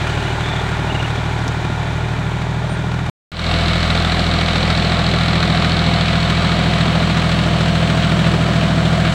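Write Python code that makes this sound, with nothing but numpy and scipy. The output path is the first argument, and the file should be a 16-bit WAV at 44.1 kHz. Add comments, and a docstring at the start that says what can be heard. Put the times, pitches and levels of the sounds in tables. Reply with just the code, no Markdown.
"""A wet field: a three-cylinder diesel tractor pulls a rotary tiller, heard from two spots in turn.
From behind it draws away and picks up speed, while the tiller squeaks and a bird chirps.
After a short silence it comes up from the front and passes close, throwing clods of mud.
Each firing gives an exhaust pulse and a burst of combustion knock that rings through block and panels;
the cylinders are unequal, so the engine throbs."""
import sys
import numpy as np
from scipy import signal
from scipy.fft import rfft, irfft, next_fast_len
from scipy.io import wavfile

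SR = 44100
rng = np.random.default_rng(int(sys.argv[2]) if len(sys.argv) > 2 else 0)


def file_out(sig):
    """Save sig as 16-bit WAV at sys.argv[1]."""
    # one column per channel
    cols = np.atleast_2d(sig).T
    # limit, then scale
    lim = np.clip(cols, -1, 1)
    pcm = np.round(lim * 32767).astype(np.int16)
    wavfile.write(sys.argv[1], SR, pcm)


N = 403063
TIME = np.arange(N) / SR
FREQS = np.maximum(np.fft.rfftfreq(next_fast_len(N), 1 / SR), 1)

# knock of each cylinder, heard from the front: relative level/dB
FRONT_CYLINDERS = [-5, -1.6, 0.71]


def tractor_from_behind():
    """The tractor draws away: mostly exhaust, with soft knock and a spatter of soil."""
    # engine speed: t/s, firing rate/Hz
    revs = [(0.25, 38.42), (0.5, 38.87), (0.75, 38.86), (1.1, 38.56), (1.7, 38.72), (2.2, 39.0),
            (3.1, 41.13)]
    # exhaust and gear tones: multiple of the four-stroke cycle rate, relative level/dB
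    orders = [(3, -27), (6, -20), (9, -18.5), (10, -50), (11, -32.5), (12, -21), (13, -49), (14, -29.5),
              (15, -35), (17, -52.5), (18, -53), (21, -40.5)]
    # exhaust pipe resonance: f/Hz, width/Hz
    pipes = [(170, 21)]
    # knock of each cylinder: relative level/dB
    cylinders = [-1.2, -6, 0.41]
    # broad EQ of the clatter: f/Hz, gain/dB
    colour = [(60, 1.5), (180, -1), (400, 0.5), (510, -7), (620, -1.5), (950, -8), (1100, -7.5),
              (1650, -10), (2700, -18.5), (3700, -15.5), (5200, -33), (7800, -34.5), (9200, -43),
              (13000, -55)]
    # a ground-reflection dip, then ringing panels and pipes: f/Hz, width/Hz, gain/dB
    rings = [(526, 46, -3.5), (890, 250, 6.5), (1423, 76, 7.5), (2390, 200, 6.5), (2940, 80, 2.5)]
    # faders for boom, drone, body, knock, hiss: starting level/dB, slope/(dB/s)
    # the treble fades fastest with distance; the drone grows as the throttle opens
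    faders = [(-25.5, -0.6), (-22.5, 0.63), (-23.5, -1.25), (-29.5, -1.96), (-43.5, -1.8)]
    speed, = in_time(revs)
    firings = 2.376 + np.cumsum(speed) / SR
    boom_db, drone_db, body_db, knock_db, hiss_db = [db + slope * TIME for db, slope in faders]
    boom, drone = exhaust(firings, speed, orders, pipes, lag=0.0076, waver_db=0.67)
    thud = knocks(firings, cylinders, rise=.12, decay=.2, steady=.16, repeat=.3, uneven_db=1.5)
    knock = knocks(firings, cylinders, rise=.26, decay=.16, steady=.24, repeat=.04, uneven_db=5.5)
    spatter = from_db(-6) * soil(per_s=800, spread_db=1.5)
    engine = clatter(thud, knock, spatter, panel_eq(colour, rings), body_db, knock_db, hiss_db)
    return from_db(boom_db) * boom + from_db(drone_db) * drone + engine


def tractor_from_front():
    """The tractor comes up and passes close: hard diesel knock over a throbbing drone."""
    # engine speed: t/s, firing rate/Hz
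    revs = [(3.9, 41.2), (5.1, 41.35), (5.8, 41.22), (6.5, 41.42), (7.7, 41.1), (8.65, 40.76),
            (9.14, 41.12)]
    # exhaust and gear tones: multiple of the four-stroke cycle rate, relative level/dB
    orders = [(3, -30.5), (6, -23.5), (8, -41), (9, -23.5), (10, -50.5), (11, -31.5), (12, -20.3),
              (13, -28.5), (14, -31), (15, -32.5), (17, -49), (18, -44), (21, -52), (24, -44), (48, -49),
              (50, -36.5), (53, -42)]
    # exhaust pipe resonance, then a ringing bonnet panel: f/Hz, width/Hz
    pipes = [(160, 45.5), (192, 4.5)]
    # broad EQ of the clatter, head-on and side-on: f/Hz, gain/dB
    grille_colour = [(50, -0.5), (190, 5), (460, -1), (640, 0.5), (790, -1.5), (920, -4.5), (1220, 2),
                     (1800, -6), (2600, -5), (4100, -5), (5000, -20), (6500, -27.5), (7900, -27.5),
                     (9500, -35), (13000, -49), (15600, -42)]
    flank_colour = [(50, -2), (190, 8.5), (480, -0.5), (620, 3.5), (850, -3), (1250, 0.5), (1800, -5.5),
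                    (2400, -5), (3100, -2), (4200, -6), (5000, -18.5), (7900, -27.5), (9500, -31),
                    (13000, -47), (15600, -35)]
    # ringing panels and pipes, with a narrow gear whine near 2 kHz, head-on and side-on: f/Hz, width/Hz,
    # gain/dB
    grille_rings = [(709, 116, 6.1), (1970, 9.8, 6.9), (2227, 87, 6.3), (7720, 640, 5.1)]
    flank_rings = [(670, 94, 5.4), (2280, 140, 3.2), (7760, 1000, 8.1)]
    # the exhaust nears and has just gone by at the end: t/s, closeness/(0-1)
    approach = [(3.5, 0), (4.4, 0.16), (5.2, 0.63), (7.0, .75), (8.65, 0.97), (9.1, 0.9)]
    # faders for boom, drone, body, knock, hiss: far level/dB, close level/dB
    faders = [(-19.5, -23.5), (-22.0, -15.5), (-22, -21.0), (-25.1, -25.0), (-40.5, -41.5)]
    # the grille turns away and the flank comes round: start/s, end/s
    turn = [5.74, 7.9]
    speed, = in_time(revs)
    firings = .309 + np.cumsum(speed) / SR
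    closeness, = in_time(approach)
    boom_db, drone_db, body_db, knock_db, hiss_db = [
        far + (close - far) * closeness for far, close in faders]
    knock_db -= 1.35 * np.maximum(TIME - 6.27, 0)   # the knock fades once the bonnet is going by
    boom, drone = exhaust(firings, speed, orders, pipes, lag=1.8, waver_db=.5)
    thud = knocks(firings, FRONT_CYLINDERS, rise=.099, decay=.41, steady=.41, repeat=.21, uneven_db=2.5)
    # knock and ticks beam forward through the grille; alongside they blur and dull
    alongside = np.interp(TIME, turn, [0, 1])
    knock = knocks(firings, FRONT_CYLINDERS, rise=.022, decay=.56, steady=.67 + .04 * alongside,
                   repeat=.21, uneven_db=2.5)
    ticks = injector_ticks(firings, lag=.11, scatter_s=.002, valve_db=-11, uneven_db=4)
    ticks_db = knock_db - 3.8 - 11 * alongside
    spatter = from_db(-7.5) * soil(per_s=610, spread_db=1)
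    levels = body_db, knock_db, hiss_db
    grille = clatter(thud, knock, spatter, panel_eq(grille_colour, grille_rings), *levels)
    flank = clatter(thud, knock, spatter, panel_eq(flank_colour, flank_rings), *levels)
    engine = (1 - alongside) * grille + alongside * flank
    return from_db(boom_db) * boom + from_db(drone_db) * drone + engine + from_db(ticks_db) * ticks


def exhaust(firings, speed, orders, pipes, lag, waver_db):
    """Exhaust pulses as tones phase-shifted by the pipe: low boom and silencer drone; lag in firings."""
    boom, drone = np.zeros(N), np.zeros(N)
    cycle_phase = 2 * np.pi * ((firings - lag) / 3 % 1)
    for order, db in orders:
        hz = order * np.mean(speed) / 3
        pipe_phase = sum(2 * np.arctan(2 * (hz - centre) / width) for centre, width in pipes)
        # orders between the firing harmonics come from unequal cylinders and are less steady
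        unsteady = 1 if order % 3 == 0 else 2
        tone = from_db(db + unsteady * waver_db * drift(7.7)) * np.cos(order * cycle_phase - pipe_phase)
        if hz < 100:
            boom += tone
        else:
            drone += tone
    return unit_rms(boom), unit_rms(drone)


def knocks(firings, cylinders, rise, decay, steady, repeat, uneven_db):
    """A noise burst at each firing over steady gear noise; rise and decay are in firing intervals."""
    number, since = np.floor(firings).astype(int), firings % 1
    strength = from_db(np.array(cylinders)[number % 3] + uneven_db * rng.uniform(-1.5, 1.5, 512)[number])
    burst = strength * (1 - np.exp(-since / rise)) * np.exp(-since / decay)
    # the same parts collide in every cycle, so a share of the rattle loops with the crank
    pattern = rng.standard_normal(3200)
    loop = unit_rms(np.interp(firings / 3 % 1 * len(pattern), np.arange(len(pattern)), pattern))
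    rattle = np.sqrt(repeat) * loop + np.sqrt(1 - repeat) * rng.standard_normal(N)
    return rattle * np.sqrt(burst ** 2 + steady ** 2)


def clatter(thud, knock, spatter, eq, body_db, knock_db, hiss_db):
    """The bursts sound through block and panels: hollow body, hard knock, and hiss with flying soil."""
    thud, knock = unit_rms(thud), unit_rms(knock)
    body = unit_rms(filtered(thud, eq * band(58, 1100)) + filtered(knock, eq * band(1100, 1800)))
    hard = unit_rms(filtered(knock, eq * band(1800, 5500)))
    hiss = unit_rms(filtered(knock + spatter, eq * band(5500, 17000)))
    return from_db(body_db) * body + from_db(knock_db) * hard + from_db(hiss_db) * hiss


def panel_eq(colour, rings):
    """The tone of block and panels: a broad curve with narrow peaks or dips on it."""
    hz, db = np.transpose(colour)
    rings_db = sum(height / (1 + (2 * (FREQS - centre) / width) ** 2) for centre, width, height in rings)
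    return from_db(np.interp(np.log(FREQS), np.log(hz), db) + rings_db)


def injector_ticks(firings, lag, scatter_s, valve_db, uneven_db):
    """Each injection, and a valve seating half a firing later, snaps against steel and sets it ringing."""
    # modes of the steel around the injectors: f/Hz, relative level/dB, t60/s
    modes = [(3000, -10, .018), (3480, -2, .016), (3740, -2, .016), (3900, 0, .016), (4060, -2, .016),
             (4280, -1, .018), (4480, -3, .014)]
    number = np.floor(2 * (firings - lag)).astype(int)
    onsets = np.flatnonzero(np.diff(number)) + 1
    blows = number[onsets]
    blow_db = np.array(FRONT_CYLINDERS)[blows // 2 % 3] + valve_db * (blows % 2)
    ringing = np.zeros(N)
    for hz, db, t60 in modes:
        force, polarity, timing = rng.uniform(-1, 1, (1024, 3))[blows].T
        # the needle bounces, so each mode is struck within a few milliseconds of the others
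        struck = np.clip(onsets + (timing * scatter_s * SR).astype(int), 0, N - 1)
        clicks = np.full(N, 1e-18)
        clicks[struck] = from_db(db + blow_db + uneven_db * force) * np.sign(polarity)
        radius, angle = from_db(-60 / (t60 * SR)), 2 * np.pi * hz / SR
        ringing += signal.lfilter([0, np.sin(angle)], [1, -2 * radius * np.cos(angle), radius ** 2], clicks)
    return unit_rms(filtered(ringing, band(1500, 8500)))


def soil(per_s, spread_db):
    """Wet clods tear and spatter: dense clicks of very unequal size."""
    sizes = from_db(spread_db * np.minimum(rng.exponential(1, N), 4)) * rng.standard_normal(N)
    return unit_rms(sizes * (rng.random(N) < per_s / SR))


def clods():
    """Lumps of mud scrape past the tines as the tiller comes near."""
    # scrapes: centre t/s, length/s, level/dB
    scrapes = [(8.035, .04, -25), (8.26, .05, -27), (8.62, .045, -27), (9.064, 0.056, -25)]
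    envelope = sum(from_db(db) / (1 + (2 * (TIME - t) / length) ** 4) for t, length, db in scrapes)
    return envelope * unit_rms(filtered(soil(per_s=2500, spread_db=1), band(1000, 4000)))


def stone_tick(decay_s):
    """A stone hits the tiller: a bright tick that dies within milliseconds."""
    # hit: t/s, level/dB
    hits = [(1.479, -25)]
    envelope = sum(from_db(db) * (TIME > t) * np.exp(-np.abs(TIME - t) / decay_s) for t, db in hits)
    return envelope * unit_rms(filtered(rng.standard_normal(N), band(3800, 7300) / FREQS))


def tiller_squeaks():
    """The tiller gives thin, high squeaks of almost steady pitch."""
    # squeaks: centre t/s, f/Hz, length/s, level/dB
    squeaks = [(.29, 8650, 0.12, -55), (.69, 8700, 0.097, -57), (2.725, 8755, 0.069, -43)]
    return whistles(squeaks, arch=.001, wobble=.002)


def bird(chirp_s):
    """A bird whistles quick runs of like chirps, each arching in pitch."""
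    # phrases: t/s, number of chirps, spacing/s, top f/Hz, level/dB
    phrases = [(.092, 6, .0445, 2990, -31.5), (.443, 6, .031, 3590, -28.5), (.909, 4, .047, 2900, -25),
               (1.185, 1, .04, 3480, -33)]
    chirps = [(t + k * spacing, hz, chirp_s, db)
              for t, count, spacing, hz, db in phrases for k in range(round(count))]
    return whistles(chirps, arch=.14, wobble=.014)


def whistles(notes, arch, wobble):
    """Short near-sines whose pitch rises and falls back by the share `arch`."""
    out, waver = np.zeros(N), drift(320)
    for t, hz, length, db in notes:
        at = np.flatnonzero(np.abs(TIME - t) < length / 2)
        place = 2 * (TIME[at] - t) / length   # -1 to 1 across the note
        pitch = hz * (1 - arch * place ** 2 + wobble * waver[at])
        out[at] += from_db(db) * np.sqrt(1 - place ** 2) * np.sin(2 * np.pi * np.cumsum(pitch) / SR)
    return out


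def from_db(db):
    """Decibels to gain."""
    return 10 ** (np.asarray(db) / 20)


def unit_rms(x):
    """Scale to unit power."""
    return x / np.sqrt(np.mean(x ** 2) + 1e-20)


def in_time(rows):
    """Breakpoints to one automation curve per value column."""
    times, *columns = np.transpose(rows)
    return [np.interp(TIME, times, column) for column in columns]


def drift(rate_hz):
    """Random modulation of unit power."""
    return unit_rms(np.interp(TIME * rate_hz, np.arange(2000), rng.standard_normal(2000)))


def filtered(x, gain):
    """Apply an EQ curve given at FREQS."""
    size = next_fast_len(N)
    return irfft(rfft(x, size) * gain, size)[:N]


def band(low_hz, high_hz):
    """EQ curve of a steep band-pass."""
    return ((1 + (low_hz / FREQS) ** 16) * (1 + (FREQS / high_hz) ** 16)) ** -.5


def scene():
    """Behind the tractor, a short silence, then a fade-in in front of it."""
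    cut_s, resume_s, fade_s = 3.098, 3.317, .21
    behind = tractor_from_behind() + bird(chirp_s=.027) + tiller_squeaks() + stone_tick(decay_s=.0056)
    front = tractor_from_front() + clods()
    fade_in = np.interp(TIME, [resume_s, resume_s + fade_s], [.16, 1], left=0)
    return (behind * (TIME < cut_s) + front * fade_in)[None]


def record(dry):
    """A soft clip rounds the peaks and a steep low-pass cuts the top."""
    ceiling, stopband_hz = .8, 16700
    rounded = dry / (1 + np.abs(dry / ceiling) ** 6) ** (1 / 6)
    return signal.sosfilt(signal.cheby2(16, 70, stopband_hz, fs=SR, output="sos"), rounded)


dry = scene()
out = record(dry)
file_out(out)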